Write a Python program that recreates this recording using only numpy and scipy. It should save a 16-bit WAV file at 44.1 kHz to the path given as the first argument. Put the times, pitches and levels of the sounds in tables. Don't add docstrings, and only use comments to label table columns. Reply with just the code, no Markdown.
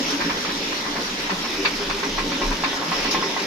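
import sys
import numpy as np
from scipy import signal
from scipy.fft import rfft, irfft, next_fast_len
from scipy.io import wavfile
from scipy.ndimage import uniform_filter1d, map_coordinates

SR = 44100
rng = np.random.default_rng(int(sys.argv[2]) if len(sys.argv) > 2 else 0)


def digitize_waveform(pressure):
    field = np.atleast_2d(pressure).T
    bounded = np.clip(field, -1, 1)
    quanta = np.round(bounded * 32767).astype(np.int16)
    wavfile.write(sys.argv[1], SR, quanta)


N = 152586

# time_s, level_db
GRIND_LEVEL = [(0.0, -40.5), (0.2, -30), (0.38, -38.5), (1.33, -35.5), (1.77, -37), (2.11, -36.5),
               (2.47, -32), (2.88, -38), (3.1, -32.5), (3.46, -34)]
# centre_hz, width_hz, level_db
FRAME_MODES = [(172.3, 35.6, -4.5), (235.8, 27, -4.5), (297, 19.4, -0.5), (360, 66.5, -6),
               (408.5, 58, -6.5), (560.4, 25.4, -6.5), (901, 48, -9)]
# centre_s, level_db (rms at the crest), pitch_hz
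GROAN_EVENTS = [(0.014, -30, 285), (0.151, -24, 285), (0.263, -32.5, 167), (0.278, -26, 285),
                (0.551, -30, 280), (0.9, -30, 291), (1.329, -35, 377), (1.333, -30, 190),
                (1.469, -34.5, 236.4), (1.603, -27, 296), (1.605, -27.5, 393), (1.671, -33, 404),
                (1.741, -33.5, 285), (1.825, -29.5, 404), (1.952, -31.5, 398), (2.048, -32, 409),
                (2.073, -29, 280), (2.356, -28.5, 269), (2.417, -33, 280), (2.435, -31.5, 363),
                (2.438, -31.5, 409), (2.506, -29, 275), (2.669, -32, 275), (2.791, -33.5, 280),
                (2.9, -32.5, 172), (3.075, -31, 280), (3.122, -31, 415), (3.259, -32.5, 388),
                (3.422, -31, 393)]
# centre_hz, width_hz, level_db
KERNEL_MODES = [(990, 250, 0), (1980, 400, -2), (3000, 900, -4), (5000, 1800, -4)]
# start_s, rattle_db (before its fade), blow_db, ring_db, tilt_db_per_octave
CLACK_EVENTS = [(.204, -25, -26, -32, -4.5), (.295, -26, -21.5, -36, -6.5), (.449, -28, -19, -45, 2),
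                (.49, -29, -36, -44, -6.5), (.718, -30.5, -30, -46, -8), (.852, -30.5, -31, -30, -7.5),
                (.96, -34, -24, -36, -7), (1.296, -26.5, -17.5, -32, -4.5), (1.441, -33, -30, -28.5, -8),
                (1.649, -19, -15, -28, 1), (1.897, -26, -21, -38, -4), (2.03, -28.5, -22, -28, -5),
                (2.181, -28, -20.5, -21.5, -5), (2.318, -31, -20, -29, 2), (2.343, -35, -35, -42, 4),
                (2.415, -29.5, -19, -25.5, -0.5), (2.514, -29.5, -20, -36, -6),
                (2.637, -23.5, -12, -24.5, 0.5), (2.731, -48, -20.5, -30, -3),
                (2.815, -32.5, -22, -31.5, -14), (2.918, -31, -14, -24.5, 0.5), (3.047, -31, -29, -22.5, 9),
                (3.146, -29.5, -15, -19, 0), (3.225, -32, -18, -22.5, 0.5), (3.365, -34, -16, -23.5, -8)]
# pitch_hz, level_db (relative), t60_s
STICK_MODES = [(780, -5, .06), (915, -6, .1), (1062, -1, .125), (1250, -6, .05), (1760, -8, .07),
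               (1980, -4, .13)]
# frequency_hz, level_db (relative)
RATTLE_SPECTRUM = [(450, -19), (800, -5.5), (1050, 4), (1400, 0.5), (1800, 6), (2050, -1), (2350, 6.5),
                   (2800, 1.5), (3150, -16), (3550, 1), (4000, -5.5), (4500, 1.5), (5000, -12), (6000, -33),
                   (7500, -70)]
# frequency_hz, t60_s
ROOM_DECAY = [(300, 0.54), (1500, 0.17), (6000, 0.18)]
# time_s, level_db
WATER_LEVEL = [(0, -27.5), (.42, -29.5), (1.79, -29.5), (2.08, -30.5), (2.92, -29.5), (3.1, -26.5),
               (3.46, -30.5)]
# (relative, per Hz)
WATER_SPECTRUM = [(65, -22), (110, -12), (166, -1.5), (283, 5.5), (333, -1), (409, 3), (642, -9.5),
                  (929, -11), (1290, -12.5), (1940, -13), (3910, -14), (4600, -17.5), (5420, -12.5),
                  (7080, -26), (7530, -45), (8010, -58.5), (8690, -41.5), (13100, -35.5), (14800, -53)]
# full_s, level_db
SPLASH_EVENTS = [(3.112, 7)]
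# centre_s, length_s, level_db
HAND_WOBBLES = [(1.769, 0.17, -38), (1.919, 0.22, -34), (2.192, 0.32, -30), (2.492, 0.17, -20),
                (3.18, 0.23, -40)]
# frequency_hz, side_gain_db
SIDE_GAIN = [(60, -40), (140, -27), (210, -20), (320, -19), (490, -11), (750, -3.5), (900, 1), (1060, 0),
             (1400, 0), (14400, -.7)]
# time_s, lag_ms
PORT_LAG = [(0, 0.43), (1.2, 0.41), (1.5, -0.015), (3.46, -0.047)]

GRIT_PER_S, GRIT_SPREAD_DB = 1500, 2
FRAME_LOW_HZ = 130
GROAN_RISE_S, GROAN_FALL_S = 0.014, 0.017
CRUNCH_PER_S, CRUNCH_SPREAD_DB, CRUNCH_DB = 700, 2, -38.5
BLOW_HZ, BLOW_S = 950, .00075
TICK_DB, TICK_HZ, TICK_T60 = -6, 2300, .004
HARD_DB_PER_OCTAVE = 5
RING_RISE_S, RING_ROUGH_DB, RING_ROUGH_S = 0.0014, 3, .006
RATTLE_RISE_S, RATTLE_HOLD_S, RATTLE_T60 = 0.0018, .014, .14
CHATTER_DB, CHATTER_S = 1.5, 0.0012
ACROSS, ACROSS_S = 0.36, 0.00023
ROOM_DB = -8
DROPS_PER_S, DROP_HZ, DROP_CYCLES, DROP_DB = 1500, 4000, 1.6, -14
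SPLASH_RISE_S, SPLASH_HOLD_S, SPLASH_T60, SPLASH_HZ = 0.0039, 0.027, 0.12, 3660
SPLASH_TICK_DB, SPLASH_TICK_T60 = -8, 0.024
WATER_THIN_HZ, WATER_THIN_DB = 550, -9
WOBBLE_HZ, SWAY_DB = 30, -49
SHUFFLE_DB, SHUFFLE_HZ, SHUFFLE_LUMPS_DB = -57, 68, 5
SHARED, SHARED_HZ = .18, 800
LEFT_DB = -.6
TOP_HZ = 14700


def stone():
    grit = unit(grains(GRIT_PER_S, GRIT_SPREAD_DB)) + 0.99 * rng.standard_normal((2, N))
    lumps = amp(1.3 * wobble(6.37) + 1.5 * wobble(15))
    grind = amp(curve(GRIND_LEVEL)) * unit(filtered(grit * lumps, frame))
    phases = rng.random((len(GROAN_EVENTS), 2))
    for (centre, db, hz), phase in zip(GROAN_EVENTS, phases):
        middle = round(centre * SR)
        near = slice(max(middle - SR // 10, 0), min(middle + SR // 10, N))
        t = np.arange(near.start, near.stop) / SR
        u = (t - centre) / np.where(t < centre, GROAN_RISE_S, GROAN_FALL_S)
        tone = np.sin(2 * np.pi * (hz * t + phase[:, None]))
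        grind[:, near] += np.sqrt(2) * amp(db) * np.exp(-u * u / 2) * tone
    return grind


def frame(f):
    return resonances(FRAME_MODES, f) / (1 + (FRAME_LOW_HZ / (f + 1)) ** 6)


def crunch():
    cracks = amp(1.5 * wobble(30)) * grains(CRUNCH_PER_S, CRUNCH_SPREAD_DB)
    return amp(CRUNCH_DB) * unit(filtered(cracks, lambda f: resonances(KERNEL_MODES, f)))


def stick():
    out = np.zeros((2, N + SR))
    t = np.arange(SR // 3) / SR
    for start, rattle_db, blow_db, ring_db, tilt_db in CLACK_EVENTS:
        struck = -amp(blow_db) * blow(t, tilt_db) - amp(ring_db) * ring(t)
        across = ACROSS * np.interp(t - ACROSS_S, t, struck)
        clack = ports([struck, across]) + amp(ROOM_DB) * room(struck)
        clack += ports(amp(rattle_db) * rattle(t, tilt_db))
        out[:, round(start * SR):][:, :len(t)] += clack
    return out[:, :N]


def blow(t, tilt_db):
    quick = t * 2 ** (max(tilt_db, 0) / HARD_DB_PER_OCTAVE)
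    u = quick / BLOW_S
    pulse = u * np.exp(1 - u) * np.sin(2 * np.pi * BLOW_HZ * quick)
    return pulse + amp(TICK_DB - 60 * quick / TICK_T60) * np.sin(2 * np.pi * TICK_HZ * t)


def ring(t):
    total = np.zeros(len(t))
    for hz, level_db, t60 in STICK_MODES:
        strength_db = level_db + rng.normal(0, 0.66)
        flutter = np.interp(t, np.arange(60) * RING_ROUGH_S, rng.standard_normal(size=60))
        total += amp(strength_db - 60 * t / t60 + RING_ROUGH_DB * flutter) * np.sin(2 * np.pi * hz * t)
    return total * (1 - np.exp(-t / RING_RISE_S))


def rattle(t, tilt_db):
    clumps = np.interp(t, np.arange(400) * CHATTER_S, rng.standard_normal(size=400))

    def spectrum(hz):
        tilt = tilt_db * np.log2(np.clip(hz, 600, 2600) / 1300)
        return amp(along(RATTLE_SPECTRUM, hz) + tilt)

    noise = filtered(amp(CHATTER_DB * clumps) * rng.standard_normal((2, len(t))), spectrum)
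    fall = amp(-60 * np.clip(t - RATTLE_HOLD_S, 0, None) / RATTLE_T60)
    return (1 - np.exp(-t / RATTLE_RISE_S)) * fall * unit(noise)


def room(x):
    hz, t, z = signal.stft(rng.standard_normal((2, len(x))), SR, nperseg=256)
    decay = amp(-60 * t / along(ROOM_DECAY, hz)[:, None])
    tail = signal.istft(z * decay, SR, nperseg=256)[1]
    delayed = np.pad(x, (200, 0))[None]
    return ports(signal.fftconvolve(delayed, tail / np.linalg.norm(tail[0]), axes=1)[:, :len(x)])


def water():
    mixed = rush() + amp(DROP_DB) * unit(drops()) + splash()

    def colour(hz):
        floor_db = WATER_THIN_DB / (1 + (hz / WATER_THIN_HZ) ** 4)
        return amp(along(WATER_SPECTRUM, hz) + floor_db)

    pair = filtered(mixed, colour)
    level_db = curve(WATER_LEVEL) + 0.83 * wobble(8.9) + 0.28 * wobble(25.16)
    return amp(level_db) * pair / np.std(pair[0])


def rush(patchy_db=2.2):
    z = signal.stft(rng.standard_normal((2, N)), nperseg=512)[2]
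    field = uniform_filter1d(rng.standard_normal(z.shape[1:]), size=8, axis=0)
    field = uniform_filter1d(field, size=10, axis=1)
    return unit(signal.istft(z * amp(patchy_db * unit(field)), nperseg=512)[1][:, :N])


def drops():
    w = DROP_HZ / DROP_CYCLES
    return filtered(grains(DROPS_PER_S, spread_db=2.5),
                    lambda f: 1j * f * w / (DROP_HZ ** 2 - f * f + 1j * f * w))


def splash():
    t = np.arange(N) / SR
    swell = np.zeros(N)
    for full, db in SPLASH_EVENTS:
        rise = np.clip((t - full) / SPLASH_RISE_S + 1, 0, 1)
        fall = amp(db - 60 * np.clip(t - full - SPLASH_HOLD_S, 0, None) / SPLASH_T60)
        tick = amp(SPLASH_TICK_DB - 60 * np.abs(t - full - SPLASH_RISE_S) / SPLASH_TICK_T60)
        swell += rise * fall * (1 + tick)
    return swell * filtered(rng.standard_normal((2, N)), lambda f: 1 / (1 + (SPLASH_HZ / (f + 1)) ** 6))


def hand():
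    t = np.arange(N) / SR
    total = np.zeros(N)
    for centre, length, db in HAND_WOBBLES:
        window = np.cos(np.pi * np.clip((t - centre) / length, -.5, .5)) ** 2
        total += amp(db) * window * np.sin(2 * np.pi * WOBBLE_HZ * (t - centre))
    grip = wobble(5.6)
    murmur = filtered(rng.standard_normal(N), lambda f: np.exp(-(np.log2(f / SHUFFLE_HZ + 1e-6) / 0.9) ** 2))
    sway = filtered(rng.standard_normal(N), lambda f: np.exp(-((f - 28) / 9) ** 2))
    total += amp(SHUFFLE_DB + SHUFFLE_LUMPS_DB * grip) * unit(murmur)
    return total + amp(SWAY_DB + 1.4 * grip) * unit(sway)


def ports(pair):
    mid = filtered(pair[0], np.ones_like)
    side = filtered(pair[1], lambda hz: amp(along(SIDE_GAIN, hz)))
    return np.array([mid + side, mid - side])


def turned(x):
    high = filtered(x, lambda f: 1 / (1 + (SHARED_HZ / (f + 1)) ** 4))
    lagged = map_coordinates(high[0], [np.arange(N) - curve(PORT_LAG) * SR / 1000])
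    left_change = (amp(LEFT_DB) - 1) * high[0]
    right_change = SHARED * lagged + (np.sqrt(1 - SHARED ** 2) - 1) * high[1]
    return x + np.array([left_change, right_change])


def resonances(modes, f):
    total = 0
    for k, (c, w, db) in enumerate(modes):
        total = total + (-1) ** k * amp(db) * 1j * f * w / (c * c - f * f + 1j * f * w)
    return total


def grains(per_s, spread_db):
    chance, sign, size = rng.random((3, 2, N))
    return (chance < per_s / SR) * np.sign(sign - .5) * amp(-spread_db * np.log(size + 0.00051))


def wobble(rate):
    knots = rng.standard_normal(int(N * 60 / SR))
    return map_coordinates(knots, [np.arange(N) * min(rate, 55) / SR])


def filtered(x, response):
    n = np.shape(x)[-1]
    m = next_fast_len(n + 8192)
    return irfft(rfft(x, m) * response(np.fft.rfftfreq(m, 1 / SR)), m)[..., :n]


def along(points, hz):
    f, v = np.transpose(points)
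    return np.interp(np.log(hz + 1), np.log(f + 1), v)


def curve(rows):
    return np.interp(np.arange(N) / SR, *np.transpose(rows))


def amp(db):
    return 10 ** (np.asarray(db) / 20)


def unit(x):
    return x / np.sqrt(np.mean(x ** 2) + 1e-20)


def scene():
    return turned(ports(stone() + crunch() + water())) + stick() + hand()


def record(dry):
    return filtered(dry, lambda hz: hz < TOP_HZ)


dry = scene()
out = record(dry)
digitize_waveform(out)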